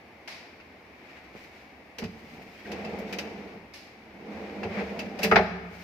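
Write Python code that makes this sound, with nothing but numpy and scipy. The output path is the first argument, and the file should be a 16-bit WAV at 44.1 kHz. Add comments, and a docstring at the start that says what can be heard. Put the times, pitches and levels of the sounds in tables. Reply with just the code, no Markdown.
"""A rolling rumble with steel clicks, then a double clunk that rings on: a chrome wire shelf carrying a tin
is pulled out of a kitchen cabinet and pushed back in. Ball runners rumble, scrape and squeak, the catch
snaps, and the shelf hits its stop, which sets its panels ringing. The hand taps and rubs the wire.
A large room echoes it all, with steady ventilation and a few light clacks further off."""
import sys
import numpy as np
from scipy import signal
from scipy.fft import rfft, irfft
from scipy.io import wavfile

SR = 44100
rng = np.random.default_rng(int(sys.argv[2]) if len(sys.argv) > 2 else 0)


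def transcribe(signal):
    """Save signal, clipped to [-1, 1], as a 16-bit WAV file at the path in sys.argv[1]."""
    frames = np.atleast_2d(signal).T
    limited = np.clip(frames, -1, 1)
    pcm = np.round(limited * 32767).astype(np.int16)
    wavfile.write(sys.argv[1], SR, pcm)


N = 257103
TIME = np.arange(N) / SR

# fine friction of grit under the balls, rubbing skin and scraping steel: (frequency [Hz], level [dB])
GRIT_SPECTRUM = [(250, -42), (600, -16), (1100, -5.5), (1600, -1), (2300, 4), (3200, -10), (5300, -15.5),
                 (8000, -32), (11500, -37.5), (13800, -30), (16000, -47)]


def undb(db):
    """Decibels to gain."""
    return 10 ** (np.asarray(db) / 20)


def gain_at(points, hz):
    """Gain of a (frequency [Hz], level [dB]) curve, read on a log-frequency axis."""
    freqs, db = np.transpose(points)
    return undb(np.interp(np.log(hz + 1), np.log(freqs), db))


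def bins(size):
    """Frequencies in the spectrum of that many samples."""
    return np.arange(size // 2 + 1) * SR / size


def unit(x):
    """Scale to rms 1."""
    return x / np.sqrt(np.mean(x ** 2))


def noise(points, size, tilt_db=0, grain_db=0):
    """Coloured stereo noise, narrow in the bass; grain_db roughens it, tilt is per octave above 1 kHz."""
    hz = bins(size) + 1
    grains = rng.standard_normal((2, size)) * undb(np.minimum(grain_db * rng.exponential(size=size), 14))
    tilt = undb(tilt_db * np.log2(np.maximum(hz / 1000, 1)))
    mid, side = rfft(grains) * gain_at(points, hz) * tilt
    width = np.clip(hz / 1800, .11, .9)
    left_right = np.array([mid + width * side, mid - width * side]) / np.hypot(1, width)
    return unit(irfft(left_right, size))


def fade(x, t60, treble_hz, hold_s=0):
    """Hold a sound, then let it die away octave by octave, twice as fast at treble_hz."""
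    size = x.shape[1]
    age = np.maximum(TIME[:size] - hold_s, 0)
    spectrum = rfft(x)
    octaves_hz = 125 * 2. ** np.arange(8)
    out = 0
    for hz, pick in zip(octaves_hz, np.eye(len(octaves_hz))):
        band = irfft(spectrum * np.interp(bins(size), octaves_hz, pick), size)
        out = out + band * undb(-60 * age * (1 + hz / treble_hz) / t60)
    return out


def bell_eq(x, hz, db, q):
    """Boost or cut one resonant band."""
    return x + (undb(db) - 1) * signal.lfilter(*signal.iirpeak(hz, q, fs=SR), x)


def add(track, at_s, sound):
    """Mix a sound in at a time."""
    start = int(at_s * SR)
    track[:, start:start + sound.shape[1]] += sound[:, :N - start]


def drift(rate_hz):
    """Random modulation with a spread near 1."""
    return np.interp(TIME * rate_hz, np.arange(1024), rng.standard_normal(1024))


def ventilation(level_db=-51):
    """A steady bed of moving air."""
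    # air noise: (frequency [Hz], level [dB])
    air_spectrum = [(25, -25), (45, -25), (70, -2.5), (120, -11), (160, -10.5), (210, -2.5), (300, -4),
                    (500, -7), (760, -6.5), (1000, -12), (1400, -16), (2250, -8.5), (3300, -24),
                    (5200, -27.5), (8000, -43.5), (13800, -39.5), (15500, -43)]
    return noise(air_spectrum, N) * undb(level_db)


def far_clacks(direct_t60=0.1, echo_t60=1.14, echo_db=-6, treble_hz=9000, rise_s=0.0028):
    """Light clacks from across the room arrive mostly as echo."""
    # each clack: (time [s], level [dB], tilt [dB/octave])
    clack_cues = [(.275, -34.5, -2.5), (.321, -46, -3), (3.736, -40, 0)]
    # tone of a clack: (frequency [Hz], level [dB])
    clack_spectrum = [(200, -34), (700, -5.5), (1300, -12), (2200, 2.5), (3400, -6), (5000, -0.5),
                      (8000, -19.5), (13500, -17), (15500, -28)]
    out = np.zeros((2, N))
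    attack = 1 - np.exp(-TIME[:SR] / rise_s)
    for at_s, db, tilt_db in clack_cues:
        clack = undb(echo_db) * fade(noise(clack_spectrum, SR, tilt_db), echo_t60, treble_hz)
        direct = fade(noise(clack_spectrum, SR // 5, tilt_db), direct_t60, treble_hz)
        add(clack, 0, direct)
        add(out, at_s, undb(db) * clack * attack)
    return out


def steel_clicks(t60=0.14, treble_hz=22000, ping_hz=2636, rise_s=0.0006):
    """Steel meets steel, pings, chatters longer the harder it is hit and leaves the rails ringing."""
    # clicks in the runners and the catch: (time [s], level [dB], tilt [dB/octave], ping boost [dB])
    click_cues = [(0.6, -49.5, -10, 9), (1.984, -36, -2.5, -7), (2.021, -39.5, -11, -2),
                  (2.038, -40.5, -4.5, 2), (2.717, -39.5, -3.5, 5.5), (2.847, -43, -5.5, 10.5),
                  (2.987, -52, 4, 0), (3.1261, -35.5, -3.5, 8), (3.185, -32.5, -3.5, 5),
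                  (4.633, -38, -8.5, 6), (4.9909, -36, -3.5, 10.5), (5.1893, -38.5, -3, -2),
                  (5.231, -28, 2.5, 12), (5.243, -26.5, -6.5, -5), (5.312, -25.5, -11, 7)]
    # tone of a steel click: (frequency [Hz], level [dB])
    steel_spectrum = [(150, -25), (450, -5), (1100, -12.5), (1900, 0.5), (2600, 4.5), (3400, -3.5),
                      (5600, -1), (8000, -14), (12000, -17.5), (13800, -9.5), (16000, -25)]
    # resonances and notches of the rails: (frequency [Hz], width [Hz], boost [dB])
    rail_bands = [(2424, 17, -14), (3140, 32, 2), (3930, 55, 6), (4840, 51, 9), (4900, 37, 5),
                  (5830, 110, 5), (8450, 40, -3), (11360, 140, 12), (13600, 59, 11)]
    out, size = np.zeros((2, N)), SR // 5
    attack = np.minimum(TIME[:size] / rise_s, 1) ** 2
    for at_s, db, tilt_db, ping_db in click_cues:
        chatter_s = 0.0053 * 2 ** ((db + 35) / 16)  # doubles with every 16 dB
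        burst = noise(steel_spectrum, size, tilt_db, grain_db=1.0)
        chatter = attack * fade(burst, t60, treble_hz, chatter_s)
        add(out, at_s, undb(db) * bell_eq(chatter, ping_hz, ping_db, q=16))
    for hz, width_hz, db in rail_bands:
        out = bell_eq(out, hz, db, q=hz / width_hz)
    return out


def rubs_and_scrapes(scuff_db=2):
    """Short swells of friction, from skin on the wire and steel scraping in the runners and catch."""
    # each rub or scrape: (centre time [s], half length [s], level [dB], tilt [dB/octave])
    friction_cues = [(1.137, 0.14, -54.5, 1), (1.407, 0.045, -48.5, 4), (1.556, 0.095, -54.5, 3),
                     (2.348, 0.19, -56, 5), (2.642, 0.071, -49.5, 3), (3.104, 0.022, -50, 3),
                     (4.782, 0.055, -41, -1.5), (5.231, 0.01, -37, 3.5), (5.83, 0.1, -51, 5.5)]
    out = 0
    for centre_s, half_s, db, tilt_db in friction_cues:
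        swell = np.exp(-((TIME - centre_s) / half_s) ** 2 / 2)
        out = out + noise(GRIT_SPECTRUM, N, tilt_db, grain_db=2.5) * undb(db) * swell
    return out * undb(scuff_db * drift(40))


def shelf_ring(damping_db_s, rise_s=0.0063):
    """The shelf's modes ring after a blow, neighbours in opposite phase."""
    # modes of the shelf and cabinet panels: (frequency [Hz], level [dB], t60 [s])
    panel_modes = [(69.5, -19, 2.0), (99.6, -20, 1.2), (175.2, -12.5, 2.9), (182.8, -12, 1.66),
                   (205.7, -4, 0.3), (225.6, -16, 2.5), (369, -20, 0.41), (391.2, -2, 0.29),
                   (444, -11, 0.069), (442.7, 4, 0.3), (595, -12.5, 0.28), (632, -6.5, 0.45),
                   (702, -9, 0.3), (740, -6, 0.14), (794, -6, 0.22), (842, -7, 0.43), (979, -18, 0.47),
                   (1130, -24, 0.25), (1239, -8, 0.17), (1302, -5.5, 0.12), (1345, -6, 0.08),
                   (1508, -20, 0.2), (1550, -12, 0.18), (1910, -7, 0.17), (1890, -10, 0.2),
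                   (2195, -3, 0.17)]
    t = np.maximum(TIME[:SR] - np.array([[0], [.00012]]), 0)  # reaches the right side a little later
    out = 0
    for k, (hz, db, t60) in enumerate(panel_modes):
        decay = np.exp(-np.log(1000) * t / t60)
        out = out + (-1) ** k * undb(db) * np.sin(2 * np.pi * hz * t) * decay
    attack = 1 - np.exp(-t / rise_s)
    return out * attack * undb(-damping_db_s * t)


def blow(knock_db, ring_db, contact_hz, damping_db_s, crack_db=2):
    """A blow cracks, knocks the board and rings the shelf; a soft contact leaves out the treble."""
    # a knock on the board and its tin: (frequency [Hz], level [dB])
    knock_spectrum = [(25, -45), (50, -15), (100, -13), (200, 3), (290, -13.5), (430, -3), (750, -1.5),
                      (1050, -2.5), (1350, 0), (2200, 2.5), (3100, -11.5), (5500, -14), (7500, -37),
                      (11000, -52), (13800, -16), (16000, -18.5)]
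    knock = fade(noise(knock_spectrum, SR // 2), t60=0.19, treble_hz=7000, hold_s=0.0089)
    knock *= undb(-damping_db_s * TIME[:SR // 2])
    crack = fade(noise(knock_spectrum, SR // 10, tilt_db=3.0), t60=0.034, treble_hz=SR)
    add(knock, 0, undb(crack_db) * crack)
    sound = undb(ring_db) * shelf_ring(damping_db_s)
    add(sound, 0, undb(knock_db) * knock)
    return signal.sosfilt(signal.butter(2, contact_hz, fs=SR, output="sos"), sound)


def shelf_impacts():
    """A tap and dull bumps die quickly; the slam rings on. The spot struck colours bump and slam."""
    # dull, quickly damped bumps of the shelf: (time [s], level [dB], contact cut-off [Hz], spot resonance [Hz])
    bump_cues = [(1.988, -43.5, 606, 454), (2.020, -25, 347, 224), (2.040, -25.5, 230, 89),
                 (4.631, -38.5, 1600, 726), (4.652, -26.5, 605, 101), (4.772, -31.5, 1480, 210),
                 (4.807, -33, 1200, 452), (5.044, -30.5, 300, 210.4), (5.192, -36.5, 1000, 630)]
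    # the shelf meets its catch, hits the stop twice and bounces:
    # (time [s], knock [dB], ring [dB], contact cut-off [Hz], spot resonance [Hz], damping [dB/s])
    slam_cues = [(5.234, -29, -24.5, 560, 203, 32), (5.3146, -17.5, -15, 1950, 1285, 143),
                 (5.3582, -15, -22, 5300, 706, 10), (5.388, -19.5, -21.5, 880, 420, 250)]
    out = np.zeros((2, N))
    hand_tap = blow(knock_db=-30.5, ring_db=-33.5, contact_hz=435, damping_db_s=850)
    add(out, 1.3515, hand_tap)
    for at_s, db, contact_hz, spot_hz in bump_cues:
        bump = blow(db, db - 3, contact_hz, damping_db_s=207)
        add(out, at_s, bell_eq(bump, spot_hz, db=12, q=5))
    for at_s, knock_db, ring_db, contact_hz, spot_hz, damping_db_s in slam_cues:
        clunk = blow(knock_db, ring_db, contact_hz, damping_db_s)
        add(out, at_s, bell_eq(clunk, spot_hz, db=7, q=5))
    return out


def growl(speed, rest_hz=179.6, rise_hz=349.2, half_width_hz=160):
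    """A band of rolling noise that slides up and down with speed."""
    lowpass = signal.butter(3, half_width_hz, fs=SR, output="sos")
    wobble = signal.sosfilt(lowpass, rng.standard_normal((2, N)))
    phase = 2 * np.pi * np.cumsum(rest_hz + rise_hz * speed) / SR
    return unit(wobble[0] * np.cos(phase) + wobble[1] * np.sin(phase))


def ball_runners(rumble_db=-37, grit_db=-46.5, judder_db=1.5, flicker_db=1.0):
    """Balls roll on rough rails: the board rumbles, its modes hum, grit crackles, louder with speed."""
    # the shelf is eased off its catch, drawn out and coasts to rest: (time [s], speed [relative])
    pull_speed = [(2.06, 0.17), (2.25, 0.12), (2.38, 0.29), (2.58, .06), (2.65, 0.23), (2.73, 1.05),
                  (3.25, .74), (3.52, 0.47), (3.7, 0)]
    # it is pushed back, slows, and the catch draws it home: (time [s], speed [relative])
    push_speed = [(4.0, 0.041), (4.24, .33), (4.34, .8), (4.6, 0.75), (4.82, 1.03), (5.05, .86),
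                  (5.14, 0.66), (5.26, 1.37), (5.34, 0)]
    # rolling rumble in the board: (frequency [Hz], level [dB])
    rumble_spectrum = [(26, -52), (45, -27.5), (81, -5), (123, -22), (210, 5.5), (268, -10), (309, -4.5),
                       (406, -6.5), (463, -1.5), (519, -14.5), (663, -8), (712, -8), (799, -6),
                       (1070, -19.5), (1400, -21), (1820, -40), (3080, -120)]
    speed = np.interp(TIME, *np.transpose(pull_speed + push_speed), left=0, right=0)
    roughness = noise(rumble_spectrum, N, grain_db=3.0)
    drive = noise(rumble_spectrum, N)
    hum = unit(signal.fftconvolve(drive, shelf_ring(damping_db_s=60), axes=1)[:, :N])
    body = undb(-2) * roughness + undb(-11) * hum + undb(-5.5) * growl(speed)
    rumble = body * speed * undb(rumble_db + judder_db * drift(35))
    grains = noise(GRIT_SPECTRUM, N, tilt_db=.8, grain_db=-1.0)
    grit = grains * speed ** 1.13 * undb(grit_db + flicker_db * drift(90))
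    return rumble + grit


def runner_squeaks(waver=0.005):
    """Stick and slip in the runner sings for a moment on a wavering pitch."""
    # squeaks as the shelf gets going: (centre time [s], half length [s], pitch [Hz], level [dB])
    squeak_cues = [(2.597, 0.017, 3240, -60.5), (2.658, 0.0037, 1903, -40), (2.662, 0.0042, 1570, -46)]
    out = 0
    for centre_s, half_s, hz, db in squeak_cues:
        phase = 2 * np.pi * np.cumsum(hz * (1 + waver * drift(150))) / SR
        swell = np.exp(-((TIME - centre_s) / half_s) ** 2 / 2)
        out = out + undb(db) * np.sin(phase) * swell
    return out


def room_echo(x, t60=1.3, treble_hz=8000, wet_db=-13, build_s=0.01):
    """The diffuse echo of a large room builds quickly and darkens as it dies."""
    # tone of the echo: (frequency [Hz], level [dB])
    echo_spectrum = [(200, 0.97), (600, -4.1), (2200, -0.92), (12000, 2.3)]
    build = 1 - np.exp(-TIME[:SR] / build_s)
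    tail = fade(noise(echo_spectrum, SR), t60, treble_hz) * build
    return undb(wet_db) * signal.fftconvolve(x, unit(tail) / np.sqrt(SR), axes=1)[:, :N]


def scene():
    """The shelf close by, its echo and the room around it."""
    shelf = ball_runners() + shelf_impacts() + steel_clicks() + rubs_and_scrapes() + runner_squeaks()
    return shelf + room_echo(shelf) + far_clacks() + ventilation()


def record(dry, top_hz=15600):
    """Each side of the stereo image gets its own colour, and the very top is cut."""
    # balance of the two microphone ports: (frequency [Hz], left minus right [dB])
    port_balance = [(150, -1.5), (600, -1.5), (1200, 1.5), (2100, 5.5), (3300, -1), (5000, -4.5),
                    (8000, 2.5), (14000, -0.5)]
    lean = np.sqrt(gain_at(port_balance, bins(2 * N)))
    coloured = irfft(rfft(dry, 2 * N) * np.array([lean, 1 / lean]))[:, :N]
    return signal.sosfilt(signal.ellip(8, .2, 70, top_hz, fs=SR, output="sos"), coloured)


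dry = scene()
out = record(dry)
transcribe(out)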